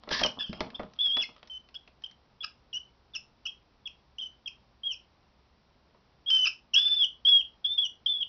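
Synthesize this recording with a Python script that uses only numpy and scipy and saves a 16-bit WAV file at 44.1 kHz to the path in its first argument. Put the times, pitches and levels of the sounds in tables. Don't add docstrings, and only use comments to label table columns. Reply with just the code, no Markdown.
import sys
import numpy as np
from scipy import signal
from scipy.fft import rfft, irfft
from scipy.io import wavfile
from scipy.ndimage import uniform_filter1d, minimum_filter1d

SR = 44100
rng = np.random.default_rng(int(sys.argv[2]) if len(sys.argv) > 2 else 0)


def pcm_store(signal):
    levels = np.round(np.clip(np.atleast_2d(signal), -1, 1) * 32767)
    wavfile.write(sys.argv[1], SR, levels.astype(np.int16).T)


def linear_from_db(decibels):
    return 10 ** (np.asarray(decibels, float) / 20)


N = 365148
TIME = np.arange(N) / SR

# t/s, length/s, from f/Hz, to f/Hz, level/dB
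PEEPS = [(0.746, 0.018, 3302, 3372, -42.5), (0.754, 0.016, 3600, 3566, -38),
         (1.499, 0.084, 3095, 3050, -45), (1.756, .016, 3471, 3312, -42.5), (2.039, .011, 3027, 3203, -33),
         (2.063, 0.0069, 3037, 2919, -41), (2.407, 0.027, 3337, 3479, -40), (2.73, 0.0068, 3236, 2933, -39),
         (2.744, 0.039, 2850, 3056, -37.5), (3.137, 0.021, 3608, 3106, -47.5),
         (3.476, .025, 3249, 3224, -41.5), (3.857, .021, 3386, 3194, -42), (4.185, 0.026, 2978, 3360, -38),
         (4.212, 0.023, 3106, 2964, -36.5), (4.245, 0.033, 3131, 2989, -43),
         (4.46, .025, 3320, 3090, -41.5)]
# t/s, length/s, pitch f/Hz, level/dB, strain/0-1
YELPS = [
    (0.232, .04, 3244, -31.5, 0.26),
    (1.744, .013, 3136, -46, 0.83),
    (2.433, .022, 2717, -41.5, 0.93),
    (3.154, 0.018, 2788, -35, 0.66),
    (3.455, 0.013, 2853, -39, 0.82),
    (3.462, .011, 2876, -34, 0.45),
]
# t/s, pitch f/Hz, level/dB, strain/0-1
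CRY_STEPPED = [(0.39, 3296, -30.5, .3), (0.398, 3426, -45, 1), (0.408, 3423, -33, 0.94),
               (0.434, 3370, -35, 0.55), (0.446, 3140, -38, .3), (0.458, 3275, -46, .3),
               (0.47, 3006, -52.5, 0.94), (0.59, 3290, -61, 0.87), (0.6, 3051, -47, 0.35)]
CRY_GRIPPED = [(0.99, 3250, -26.5, 0.3), (0.996, 3346, -32.5, 0.36), (1.02, 3506, -25.5, 0.13),
               (1.102, 3205, -33.5, 0.33), (1.178, 3414, -31, 0), (1.21, 3371, -29, 0.6),
               (1.224, 2885, -35, 0.6), (1.24, 2190, -38.5, 0.3), (1.247, 2119, -42.5, 0.2)]
CRY_ARCHED = [(4.835, 3193, -39, .1), (4.843, 3289, -41.5, .1), (4.873, 3279, -30.5, .05),
              (4.893, 3188, -42, .05), (4.915, 3052, -34, .1), (4.945, 2522, -50.5, .5)]
CRY_SAGGING = [(6.262, 3209, -42, .2), (6.288, 3323, -29.5, .2), (6.308, 3056, -27, .65),
               (6.322, 3101, -23, 0.36), (6.37, 3060, -25, 0.51), (6.382, 3062, -27.5, 0.54),
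               (6.449, 3004, -27, 0.38), (6.466, 2424, -30, 0.79), (6.486, 2781, -32, .6)]
CRY_LONG = [(6.736, 3140, -28, 0.44), (6.746, 2684, -25.5, 0.47), (6.763, 3282, -20, 0.44),
            (6.805, 3475, -27, 0.51), (6.955, 3496, -27.5, 0.51), (6.968, 3530, -31, 0.36),
            (7.024, 3350, -24.5, .2), (7.046, 2923, -26.5, 0.23), (7.06, 3137, -36, 0.19)]
CRY_LOUD = [(7.251, 3243, -27, 0.25), (7.259, 3247, -24.5, 0.38), (7.269, 3390, -21, 0.2),
            (7.289, 3374, -19.5, 0.2), (7.307, 3382, -26, 0.12), (7.341, 3292, -20.5, 0.088),
            (7.381, 3268, -23.5, 0.14), (7.412, 3146, -37.5, 0.15)]
CRY_BROKEN = [(7.644, 3367, -31.5, 0.31), (7.652, 3200, -24, 0.17), (7.676, 3480, -35.5, 0.14),
              (7.738, 3568, -35.5, 0.25), (7.772, 3543, -46, 0.15), (7.782, 3351, -25, 0.094),
              (7.82, 3400, -29, 0.14), (7.862, 2882, -32, 0.22), (7.872, 2969, -41.5, 0.2)]
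CRY_LAST = [(8.062, 3307, -24.5, 0.1), (8.07, 3323, -25, 0.1), (8.076, 3505, -32.5, 0.1),
            (8.086, 3554, -32, 0.1), (8.17, 3388, -33.5, 0.1), (8.18, 3448, -43.5, 0.1),
            (8.208, 3360, -37, 0.1), (8.214, 3239, -29, 0.1), (8.232, 3377, -30, 0.1)]
# f/Hz, level/dB per Hz
THROAT = [(300, -33), (1100, -18.5), (1600, -2), (2100, -27), (2800, 9), (4200, -19.5), (4700, -4.5),
          (5200, 5), (5800, -15), (6500, -6)]
# t/s, length/s, from f/Hz, to f/Hz, tone level/dB, octave level/dB
VOICE_CRACKS = [
    (3.871, .009, 3200, 2400, -45, -54),
    (4.473, .013, 3100, 2350, -44, -50),
    (7.407, .011, 3200, 2700, -36, -60),
    (8.224, .012, 3250, 2800, -34, -64),
]
# t/s, half pitch f/Hz, level/dB
SCREAM = [
    (0.106, 1675, -45),
    (0.116, 1702, -39.5),
    (0.198, 1736, -43.5),
    (0.222, 1690, -48.5),
]
# f/Hz, level/dB per Hz
SCREAM_HISS = [(180, -27), (300, -32), (860, -23.5), (1020, -10), (1460, -17), (1760, -3), (2040, -11.5),
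               (3680, -8), (6000, -5.5), (7800, -58.5), (13200, -120)]
# t/s, struggle level/dB
SCUFFLE = [
    (0.0, -70.5),
    (0.138, -57.5),
    (0.27, -46),
    (0.37, -62.5),
    (0.52, -68.5),
    (0.594, -51.5),
    (0.8, -60),
    (1.01, -73),
    (1.3, -71),
    (1.62, -96),
]
# f/Hz, level/dB per Hz
RUMBLE = [(15, -35), (25, -7), (164, -16), (261, 0), (329, -16.5), (1030, -8.5), (1800, -35), (2340, -75.5),
          (3960, -120)]
SCRATCH = [(760, -31.5), (1300, 5.5), (1760, -13), (3200, 1.5), (5110, -9.5), (6000, -22.5), (7800, -53),
           (13200, -120)]
# t/s, strength level/dB, hardness/0-1
KNOCKS = [(0.036, -60.5, 0.91), (0.075, -38.5, 0.14), (0.09, -39.5, 0.79), (0.112, -28, .5),
          (0.213, -24, 0.5), (0.248, -25.5, 0.25), (0.53, -40, 0.7), (0.606, -26.5, 0.69),
          (0.671, -48, 0.3), (0.703, -60.5, 1), (0.795, -28, 0), (0.832, -42.5, 0.42), (1.066, -52.5, 0.85),
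          (1.169, -34, 0.75), (1.29, -49, 0.34), (1.364, -67, 1), (1.429, -51, 0.8), (1.688, -60.5, 0.81),
          (1.876, -57.5, 0.81), (5.947, -57, 0)]
# t/s, tick level/dB
CLAWS = [
    (0.236, -11.5),
    (0.262, -17),
    (0.494, -57),
    (0.936, -46),
    (1.474, -41),
    (2.021, -46),
    (2.112, -45),
]
# t/s, thud level/dB
BUMPS = [
    (0.113, -44.5),
    (0.235, -46.5),
    (0.493, -40.5),
    (0.606, -43),
    (0.793, -55.5),
    (0.834, -48),
]
# f/Hz, level/dB, t60/s
SHELL = [(243, -7.5, 0.45), (460.7, -11, 0.53), (618.3, -4.5, 0.23), (802.6, -25.5, 0.27), (950, 2, 0.024),
         (1056, -21.5, 0.22), (1420, -15.5, 0.087)]
# f/Hz, level/dB per Hz
AIR = [(12, -46.5), (20, -13.5), (32, -12), (46, -7.5), (66, -0.5), (92, -15), (123, -8), (145, -12.5),
       (239, -13), (270, -16.5), (637, -19), (978, -18.5), (1690, -27), (4510, -29.5), (6000, -29),
       (7800, -63), (13200, -120)]
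# f/Hz, level/dB
PLAYER = [(5000, 4), (5700, 1.5), (6100, -10), (6500, -20.5), (7000, -33.5), (7800, -68.5), (8600, -44),
          (9300, -64), (11000, -83.5), (14700, -60.5), (15500, -55), (15800, -88)]

BEND_SHARE, ONSET_DB, FADE_DB, BREAK_S = 0.24, 1, -0.5, 0.003
PEEP_STRAIN, YELP_SAG_HZ_PER_S = 0.33, 8000
OCTAVE_DB, HALF_DB, HALF_STRAIN_DB, BREATH_DB, BREATH_STRAIN_DB = -4.5, -53.5, 43.5, -41.5, 38.5
BRIGHT_HZ, OCTAVE_DB_PER_KHZ = 2570, -12.5
SLIDE_STRAIN = 0.17
FLUTTER_DB, FLUTTER_HZ = 0.9, 90
SCREAM_PARTIALS_DB, SCREAM_HISS_DB = [1.6, -5.5, -12], 3.5
THUD_DB, SOFT_CRACK_DB, HARD_GAIN_DB, TICK_DB, CLAW_CRACK_DB = -24.5, -27.5, 41, -7, -11.5
SCRATCH_DB, SCRATCH_FOLLOWS = -70, 0.23
AIR_DB = -69
CAMERA_HZ = 12000


def unit(x):
    return x / np.sqrt(np.mean(x ** 2))


def shape(x, points):
    hz, db = np.transpose(points)
    bins_hz = np.maximum(np.fft.rfftfreq(len(x), 1 / SR), 1)
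    gain_db = np.interp(np.log(bins_hz), np.log(hz), db)
    return irfft(rfft(x) * linear_from_db(gain_db), len(x))


def noise(points):
    return unit(shape(rng.standard_normal(N), points))


def walk(rate_hz):
    k = int(SR / rate_hz)
    return unit(uniform_filter1d(uniform_filter1d(rng.standard_normal(N), k), k))


def squeaks():
    calls = [note(*peep, PEEP_STRAIN) for peep in PEEPS]
    for s, length_s, hz, db, strain in YELPS:
        calls.append(note(s, length_s, hz, hz - YELP_SAG_HZ_PER_S * length_s, db, strain))
    calls += [CRY_STEPPED, CRY_GRIPPED, CRY_ARCHED, CRY_SAGGING, CRY_LONG, CRY_LOUD, CRY_BROKEN, CRY_LAST]
    gate, (hz, tone_db, strain) = voice_curves(calls)
    slide = np.clip(uniform_filter1d(np.abs(np.gradient(hz)) * SR / 20000, size=400), 0, 1)
    strain = np.clip(strain + SLIDE_STRAIN * slide, 0, 1)
    turn = phase(hz, 0.0015 + 0.02 * slide)

    tone = unsteady(turn, 0.05 + 0.3 * slide + 0.3 * strain ** 2, 300)
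    octave_db = OCTAVE_DB + OCTAVE_DB_PER_KHZ * np.abs(hz - BRIGHT_HZ) / 1000
    octave = linear_from_db(octave_db) * unsteady(2 * turn, 0.98, 350)
    half_lines = unsteady(turn / 2, 0.75, 200) + linear_from_db(-4) * unsteady(3 * turn / 2, 0.36, 360)
    doubled = linear_from_db(HALF_DB + HALF_STRAIN_DB * strain ** 2) * half_lines
    breath = linear_from_db(BREATH_DB + BREATH_STRAIN_DB * strain + 5.2 * walk(150)) * noise(THROAT)
    pressure = linear_from_db(tone_db + FLUTTER_DB * walk(FLUTTER_HZ))
    return gate * pressure * (tone + octave + doubled + breath)


def note(s, length_s, from_hz, to_hz, db, strain):
    bend_hz = from_hz + BEND_SHARE * (to_hz - from_hz)
    return [(s, from_hz, db + ONSET_DB, strain),
            (s + BEND_SHARE * length_s, bend_hz, db, strain),
            (s + length_s - BREAK_S, to_hz, db + FADE_DB, strain)]


def voice_curves(calls):
    rows = np.concatenate(calls)
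    rows = rows[np.argsort(rows[:, 0], kind="stable")]
    gate = sum((TIME > c[0][0]) & (TIME < c[-1][0]) for c in calls) > 0
    linked = minimum_filter1d(-minimum_filter1d(-1.0 * gate, size=601), size=601)
    # pitch, level and strain are smoothed over 3 ms, so joints do not click
    curves = [uniform_filter1d(np.interp(TIME, rows[:, 0], c), size=130) for c in rows.T[1:]]
    return uniform_filter1d(linked, size=150), curves


def phase(hz, jitter):
    wavering_hz = hz * (1 + jitter * walk(200) + 0.004 * walk(55))
    return 2 * np.pi * np.cumsum(wavering_hz) / SR


def unsteady(turn, rough, rate_hz):
    chance = (walk(rate_hz) + 1j * walk(rate_hz)) / 2 ** 0.5
    return np.real((1 - rough + rough * chance) * np.exp(1j * turn)) * 2 ** 0.5


def voice_cracks():
    out = np.zeros(N)
    for s, length_s, from_hz, to_hz, tone_db, octave_db in VOICE_CRACKS:
        count, i = int(length_s * SR), int(s * SR)
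        turn = 2 * np.pi * np.cumsum(np.linspace(from_hz, to_hz, count)) / SR
        chirp = linear_from_db(tone_db) * np.sin(turn) + linear_from_db(octave_db) * np.sin(2 * turn)
        out[i:i + count] += np.hanning(count) ** 0.5 * 2 * chirp
    return out


def scream():
    gate, (hz, level_db) = voice_curves([SCREAM])
    turn = phase(hz, 0.022)
    stack = sum(linear_from_db(db) * unsteady((k + 1) * turn, 0.7, 268.8) for k, db in enumerate(SCREAM_PARTIALS_DB))
    hiss = linear_from_db(SCREAM_HISS_DB + 2.5 * walk(250) + 2.7 * walk(60)) * noise(SCREAM_HISS)
    return gate * linear_from_db(level_db) * (stack + hiss)


def scuffle():
    struggle_db = np.interp(TIME, *np.transpose(SCUFFLE))
    grains = rng.standard_normal((2, N)) * linear_from_db(4.4 * rng.exponential(size=(2, N)))
    rumble_db = struggle_db + 3 * walk(40)
    scratch_db = SCRATCH_DB + SCRATCH_FOLLOWS * (struggle_db + 59) + 3.5 * walk(70)
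    rumble = linear_from_db(rumble_db) * unit(shape(grains[0], RUMBLE))
    scratch = linear_from_db(scratch_db) * unit(shape(grains[1], SCRATCH))
    return (rumble + scratch) * (TIME < SCUFFLE[-1][0])


def knocks():
    hits = []  # t/s, thud/dB, boom/dB, crack/dB, tick/dB
    for s, blow_db, hard in KNOCKS:
        crack_db = blow_db + SOFT_CRACK_DB + HARD_GAIN_DB * hard
        hits.append((s, blow_db + THUD_DB, blow_db, crack_db, crack_db + TICK_DB))
    hits += [(s, -120, -120, db + CLAW_CRACK_DB, db) for s, db in CLAWS]
    hits += [(s, db, -120, -120, -120) for s, db in BUMPS]
    out = np.zeros(N + SR)
    for s, *levels_db in hits:
        sound = shell_hit(*levels_db)
        i = int(s * SR)
        out[i:i + len(sound)] += sound
    return out[:N]


def shell_hit(thud_db, boom_db, crack_db, tick_db):
    t = TIME[:SR // 5]
    hz, db, t60_s = np.transpose(SHELL)
    level_chance, pitch_chance = rng.standard_normal((2, len(hz)))

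    def burst(lo_hz, hi_hz, decay_s):
        return unit(band(rng.standard_normal(len(t)), lo_hz, hi_hz)) * linear_from_db(-60 * t / decay_s)

    modes = np.sin(2 * np.pi * np.outer(hz * (1 + 0.017 * pitch_chance), t))
    decays = linear_from_db(-60 * np.outer(1 / np.minimum(t60_s, 0.2), t))
    ring = linear_from_db(db + 0.87 * level_chance) @ (modes * decays)
    boom = ring / np.abs(ring).max() + 0.78 * burst(250, 920, 0.079)
    crack = burst(1000, 3900, 0.023)
    tick = burst(6400, 8800, 0.022)
    thud = burst(130, 240, 0.2) + 1.2 * np.sin(2 * np.pi * 65 * t) * linear_from_db(-60 * t / 0.11)
    low = linear_from_db(thud_db - 0.5) * thud + linear_from_db(boom_db - 3.5) * boom
    return low + linear_from_db(crack_db - 1.5) * crack + linear_from_db(tick_db + 2.5) * tick


def band(x, lo_hz, hi_hz):
    return signal.sosfilt(signal.butter(2, [lo_hz, hi_hz], "bandpass", fs=SR, output="sos"), x)


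def bathroom(x, tub_db=-9, tub_t60_s=0.063, room_db=-11, room_t60_s=0.21):
    t = TIME[:SR // 2]
    tub = rng.standard_normal(len(t)) * linear_from_db(-60 * t / tub_t60_s) * (t > 0.001)
    tiles = rng.standard_normal(len(t)) * linear_from_db(-60 * t / room_t60_s) * np.minimum(t / 0.027, 1)
    echo = linear_from_db(tub_db) * tub / np.linalg.norm(tub) + linear_from_db(room_db) * tiles / np.linalg.norm(tiles)
    return x + signal.fftconvolve(x, echo)[:N]


def still_air():
    return linear_from_db(AIR_DB + 0.2 * walk(14)) * noise(AIR)


def scene():
    air = still_air()
    sources = squeaks() + voice_cracks() + scream() + scuffle() + knocks()
    return (bathroom(sources) + air)[None]


def top_cut(x):
    return signal.sosfilt(signal.butter(12, 15700, fs=SR, output="sos"), x)


def record(dry):
    loudness = uniform_filter1d(np.abs(dry[0]), int(0.019 * SR))
    step_hiss = linear_from_db(-30.5) * loudness * rng.standard_normal(N)
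    half_hz = CAMERA_HZ / 2
    camera_filter = [(20, 0), (half_hz - 300, 0), (half_hz, -5), (half_hz + 300, -30), (half_hz + 600, -90)]
    kept = shape(dry[0] + step_hiss, camera_filter)
    mirrored = kept * (1 + 2 * np.cos(2 * np.pi * CAMERA_HZ * TIME))
    return top_cut(shape(mirrored, PLAYER)[None])


dry = scene()
out = record(dry)
pcm_store(out)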